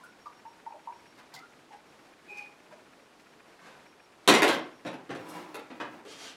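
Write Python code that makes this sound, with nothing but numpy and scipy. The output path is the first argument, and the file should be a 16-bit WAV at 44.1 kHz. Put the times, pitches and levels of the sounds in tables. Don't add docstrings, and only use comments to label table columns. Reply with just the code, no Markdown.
import sys
import numpy as np
from scipy import signal
from scipy.fft import rfft, irfft, next_fast_len
from scipy.io import wavfile
from scipy.ndimage import map_coordinates

SR = 44100
rng = np.random.default_rng(int(sys.argv[2]) if len(sys.argv) > 2 else 0)


def int16_out(signal):
    q = np.round(np.clip(np.atleast_2d(signal).T, -1, 1) * 32767)
    wavfile.write(sys.argv[1], SR, q.astype(np.int16))


def gain_from_db(level_db):
    decades = np.asarray(level_db, float) / 20
    return 10 ** decades


N = 280602


def unit(x):
    return x / np.sqrt(np.mean(x ** 2) + 1e-20)


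def along(points, hz):
    f, v = np.transpose(points)
    return np.interp(np.log(hz + 1), np.log(f + 1), v)


def wobble(rate):
    knots = rng.standard_normal(int(N * rate / SR) + 4)
    return map_coordinates(knots, [np.arange(N) * rate / SR])


def filtered(x, response):
    m = next_fast_len(len(x) + 8192)
    spectrum = rfft(x, m) * response(np.fft.rfftfreq(m, 1 / SR))
    return irfft(spectrum, m)[:len(x)]


def modes(rows):
    def response(f):
        total = 0
        for k, (centre, width, db) in enumerate(rows):
            damping = 1j * f * width
            total = total + (-1) ** k * gain_from_db(db) * damping / (centre * centre - f * f + damping)
        return total
    return response


def noise(spectrum, size=N):
    white = rng.standard_normal(size)
    return unit(filtered(white, lambda hz: gain_from_db(along(spectrum, hz))))


def add(track, s, sound):
    part = track[round(s * SR):][:len(sound)]
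    part += sound[:len(part)]


# (delay [s], level [dB])
WALL_ECHOES = [(.010, -0.5), (.017, -14.5), (0.022, -5.5), (.034, -19.5), (.05, -9.5)]
# (frequency [Hz], time to fall 60 dB [s])
ROOM_DECAY = [(100, 0.55), (300, 0.48), (1000, 0.44), (4000, 0.33), (12000, 0.15)]


def in_room(x, wet_db):
    hz, t, z = signal.stft(rng.standard_normal(SR // 2), SR, nperseg=256)
    fading = gain_from_db(-60 * t / along(ROOM_DECAY, hz)[:, None])
    tail = signal.istft(z * fading, SR, nperseg=256)[1]
    tail *= 1 - np.exp(-np.arange(len(tail)) / SR / 0.0017)
    answer = gain_from_db(wet_db) * tail / np.linalg.norm(tail)
    answer[0] += 1
    for s, db in WALL_ECHOES:
        answer[round(s * SR)] += gain_from_db(db)
    return signal.fftconvolve(x, answer)


def swells(rows, peak=0.42):
    t = np.arange(N) / SR
    gain = 0
    for s, length, db in rows:
        rise_and_fall = np.interp(t, [s, s + peak * length, s + length], [0, 1, 0])
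        gain = gain + gain_from_db(db) * np.sin(np.pi / 2 * rise_and_fall) ** 2
    return gain


def rubbing(strokes, spectrum, uneven_db, rate, peak=0.42):
    rub = swells(strokes, peak) * noise(spectrum) * gain_from_db(uneven_db * wobble(rate))
    return in_room(gain_from_db(-6.5) * rub, wet_db=6.0)[:N]


# (frequency [Hz], level per Hz [dB])
HISS_COLOUR = [(20, -18), (70, -12), (300, 1.5), (976, -3.5), (2100, -9.5), (4810, -16.5), (10800, -26),
               (16000, -39)]


def hiss():
    return gain_from_db(-58 + 0.72 * wobble(15.0)) * noise(HISS_COLOUR)


DRIVE_HZ = 15 / 1.001
# (frequency [Hz], width [Hz], level [dB])
CAMERA_SHELL = [(1450, 360, 2.5), (1940, 730, 0.5), (2410, 330, 2.5)]


def drive():
    since_stroke = (np.arange(N) / SR - .055) % (1 / DRIVE_HZ)
    stroke = (since_stroke < .017) * gain_from_db(1.1 * wobble(DRIVE_HZ) + 2.5 * wobble(250))
    chatter = unit(filtered(rng.standard_normal(N), modes(CAMERA_SHELL)))
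    return gain_from_db(-62.0) * chatter * stroke


# (first step [s], number of steps, level [dB])
MOTOR_RUNS = [(.06, 4, -76.5), (.66, 2, -82), (.93, 2, -75), (1.72, 3, -82), (2.33, 3, -86), (3.0, 3, -83),
              (3.46, 2, -83), (3.86, 2, -76), (4.595, 3, -77), (5.19, 3, -78)]


def lens_motor():
    t = np.arange(N) / SR
    steps = 0
    for first, count, db in MOTOR_RUNS:
        for k in range(round(count)):
            s = first + 2 * k / DRIVE_HZ
            ramps = np.minimum(t - s, s + 0.078 - t) / 0.0056
            steps = steps + gain_from_db(db) * np.clip(ramps, 0, 1)
    tone = np.sin(2 * np.pi * 5565 * t + 0.33 * wobble(60))
    return steps * gain_from_db(6 + 2.8 * wobble(120)) * tone


# (time [s], peak level [dB], pitch [Hz])
BUBBLES = [(0.01, -47.5, 1022), (0.035, -41.5, 1427), (0.258, -36.5, 1170), (0.262, -42, 942),
           (0.452, -38, 899), (0.664, -31.5, 906), (0.705, -41, 841), (0.74, -49, 807), (0.74, -42.5, 610),
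           (0.873, -29, 938), (1.191, -55, 1450), (1.336, -47.5, 900), (1.36, -50, 750),
           (1.362, -46.5, 2026), (1.395, -52, 1290), (1.424, -44, 1360), (1.706, -47, 854),
           (1.735, -47, 810), (2.31, -45.5, 376), (2.71, -49, 940), (2.724, -45, 610)]


def oil():
    out, t = np.zeros(N), np.arange(SR // 5) / SR
    for s, db, hz in BUBBLES:
        gurgle = 1 + .25 * map_coordinates(rng.standard_normal(64), [t * 250])
        rising = np.sin(2 * np.pi * hz * (t + 1.04 * t * t))
        fade = gain_from_db(-60 * t / .048)
        soft_start = 1 - np.exp(-t / 0.0032)
        bubble = gain_from_db(db + 5.5) * gurgle * rising * fade * soft_start
        add(out, s, in_room(bubble, wet_db=-6.0))
    return out


# (time [s], peak level [dB], pitch [Hz])
CONTACTS = [(0.0368, -45, 9050), (0.258, -44, 4540), (1.151, -46, 3720), (1.1776, -43, 3950),
            (1.3396, -28.5, 4650), (1.358, -44, 2700), (1.496, -48, 5700), (2.3738, -37, 5050),
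            (3.197, -47.5, 4620), (5.289, -37, 11300), (5.5443, -33, 11000), (5.544, -45, 3470),
            (5.802, -44, 3200), (4.2769, -10.5, 9200), (4.42, -30, 9000), (4.481, -34, 9000)]


def ticks():
    out, t = np.zeros(N), np.arange(SR // 20) / SR
    for s, db, hz in CONTACTS:
        burst = rng.standard_normal(len(t)) * np.exp(-t / 0.0058)
        click = filtered(burst, modes([(hz, 2300, 0)]))
        add(out, s, in_room(gain_from_db(db - 8.5) * click / abs(click).max(), wet_db=-2.5))
    return out


# (start [s], length [s], level [dB])
SLEEVE_STROKES = [(1.17, 0.028, -52.5), (1.325, 0.039, -52.5), (1.69, 0.067, -57.5), (2.3, 0.15, -59),
                  (2.69, 0.057, -56.5), (3.56, 0.19, -54), (3.66, 0.19, -61)]
# (frequency [Hz], level per Hz [dB])
CLOTH_COLOUR = [(88, -43), (150, 7), (336, -6), (382, -18), (419, -7), (938, -1.5), (12000, -26.5),
                (15600, -61), (22000, -120)]


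def sleeve():
    return rubbing(SLEEVE_STROKES, CLOTH_COLOUR, uneven_db=1.6, rate=50)


# (start [s], length [s], level [dB])
RIM_PUSHES = [
    (2.27, 0.082, -45.5),
    (2.33, 0.088, -44.5),
    (2.375, 0.086, -47.5),
]
# (frequency [Hz], width [Hz], level [dB])
CUP_RING = [(2410, 64, 5), (4500, 120, -14.5), (5220, 110, -13.5), (6520, 180, -23), (7560, 280, -22),
            (11000, 200, -27), (12100, 160, -24)]


def squeak():
    since_start = np.arange(N) / SR - RIM_PUSHES[0][0]
    hz = 2495 - 270 * since_start
    turn = 2 * np.pi * np.cumsum(hz * (1 + 0.0127 * wobble(80))) / SR
    overtone = np.sin(turn) * gain_from_db(2.5 * wobble(90))
    slow_slips = gain_from_db(-11 + 2.2 * wobble(50)) * np.sin(turn / 3)
    ring = filtered(rng.standard_normal(N), modes(CUP_RING)) * gain_from_db(9.0)
    rubbed = swells(RIM_PUSHES) * gain_from_db(-2.5) * (overtone + slow_slips + ring)
    return in_room(rubbed, wet_db=0.0)[:N]


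def rattle(rows, fade, soft_hz):
    shaken = 0
    for mode in rows:
        chatter = rng.standard_normal(len(fade)) * fade
        shaken = shaken + filtered(chatter, modes([mode]))
    shaken = filtered(shaken, lambda f: 1 / (1 + 1j * f / soft_hz) ** 2)
    return shaken / abs(shaken).max()


# (frequency [Hz], width [Hz], level [dB])
PANEL = [(410, 180, 1), (546, 179, 2), (786, 266, 0.5), (1170, 530, -6), (1580, 450, -4.5),
         (2010, 420, -7.5), (2690, 460, -6.5), (3320, 410, -11.5), (4150, 1300, -21)]
# (frequency [Hz], width [Hz], level [dB])
THUD_MODES = [(147, 87, -7.5), (273, 111, 0)]
# (frequency [Hz], level per Hz [dB])
CRACK_COLOUR = [(1470, -36), (2500, -11), (3520, -1.5), (4550, -6.5), (8020, -10.5), (11500, -12),
                (16000, -40)]


def table(blows, contact_s, rise_s, soft_hz):
    out, t = np.zeros(N), np.arange(SR // 8) / SR
    fade = np.exp(-t / contact_s) * (1 - np.exp(-t / rise_s))
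    for s, db, thud_db, crack_db in blows:
        crack = gain_from_db(crack_db + 0.5) * noise(CRACK_COLOUR, size=len(t)) * fade ** 2.08
        panel = rattle(PANEL, fade, soft_hz)
        thud = gain_from_db(thud_db) * rattle(THUD_MODES, fade, soft_hz)
        add(out, s, in_room(gain_from_db(db - 2) * (panel + thud + crack), wet_db=4.0))
    return out


# (time [s], peak level [dB], thud level [dB], crack level [dB])
CUP_HITS = [
    (4.276, -5.5, -11, -8),
    (4.287, -7.5, -4, -14.5),
    (4.339, -10, -9, -12),
    (4.374, -25.5, -10, -8),
    (4.42, -9.5, -13, -16.5),
    (4.439, -17, -15, -28),
    (4.479, -17, -8, -9),
    (4.499, -19, -10, -29),
    (4.536, -22.5, -2.5, -23),
]


def cup_landing():
    return table(CUP_HITS, contact_s=0.0071, rise_s=0.00016, soft_hz=19000)


# (time [s], peak level [dB], thud level [dB], crack level [dB])
BOTTLE_HITS = [(4.849, -35.5, 6, -19), (4.864, -33, -1, -12), (4.929, -41, 4, -13), (5.092, -40, 8, -28),
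               (5.103, -31, 4, -23), (5.148, -34.5, -2, -12), (5.543, -32.5, -10, -10.5),
               (5.585, -45, 2, -33), (5.701, -38.5, 0, -39), (5.8, -26.5, -6.5, -37), (5.94, -53, 7, -31),
               (6.05, -47, 7, -7)]


def bottle_set_down():
    return table(BOTTLE_HITS, contact_s=0.0089, rise_s=.0007, soft_hz=4900)


# (start [s], length [s], level [dB])
BOTTLE_DRAGS = [(5.14, 0.15, -50.5), (5.22, 0.17, -48.5), (5.3, .18, -46.5), (5.44, .12, -49.5),
                (5.72, 0.076, -53.5), (5.84, 0.22, -55.5)]
# (frequency [Hz], level per Hz [dB])
SLIDE_COLOUR = [(59, -64.5), (100, -9.5), (318, 1), (427, -7), (937, -5), (1420, -10.5), (4000, -24),
                (8800, -32.5)]


def bottle_drag():
    return rubbing(BOTTLE_DRAGS, SLIDE_COLOUR, uneven_db=2.2, rate=45)


# (start [s], length [s], level [dB])
FINGER_SCUFFS = [(5.22, 0.18, -60.5), (5.3, 0.23, -64.5)]
# (frequency [Hz], level per Hz [dB])
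SCUFF_COLOUR = [(2060, -39.5), (3500, -5), (5030, -3), (10700, -3), (15000, -19), (16000, -34)]


def fingers():
    return rubbing(FINGER_SCUFFS, SCUFF_COLOUR, uneven_db=3.1, rate=54)


# (start [s], length [s], level [dB])
CAP_TWISTS = [(6.04, 0.15, -50.5), (6.13, 0.23, -47)]
# (frequency [Hz], level per Hz [dB])
THREAD_COLOUR = [(710, -11), (1200, -14), (2530, -11), (3150, -8.5), (3660, -11.5), (5590, -12),
                 (9210, -19), (16000, -38)]


def cap():
    return rubbing(CAP_TWISTS, THREAD_COLOUR, uneven_db=1.2, rate=80, peak=0.44)


def microphone(x):
    return filtered(x, lambda f: (1j * f / (113 + 1j * f)) ** 4 / (1 + 1j * f / 12900))


def scene():
    rubs = sleeve() + bottle_drag() + fingers() + cap()
    kitchen = oil() + ticks() + squeak() + cup_landing() + bottle_set_down() + rubs
    camera = hiss() + drive() + lens_motor()
    return (microphone(kitchen) + camera)[None]


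def roll_off(x):
    return signal.sosfilt(signal.butter(12, 15800, fs=SR, output="sos"), x)


def record(dry):
    return roll_off(dry)


dry = scene()
out = record(dry)
int16_out(out)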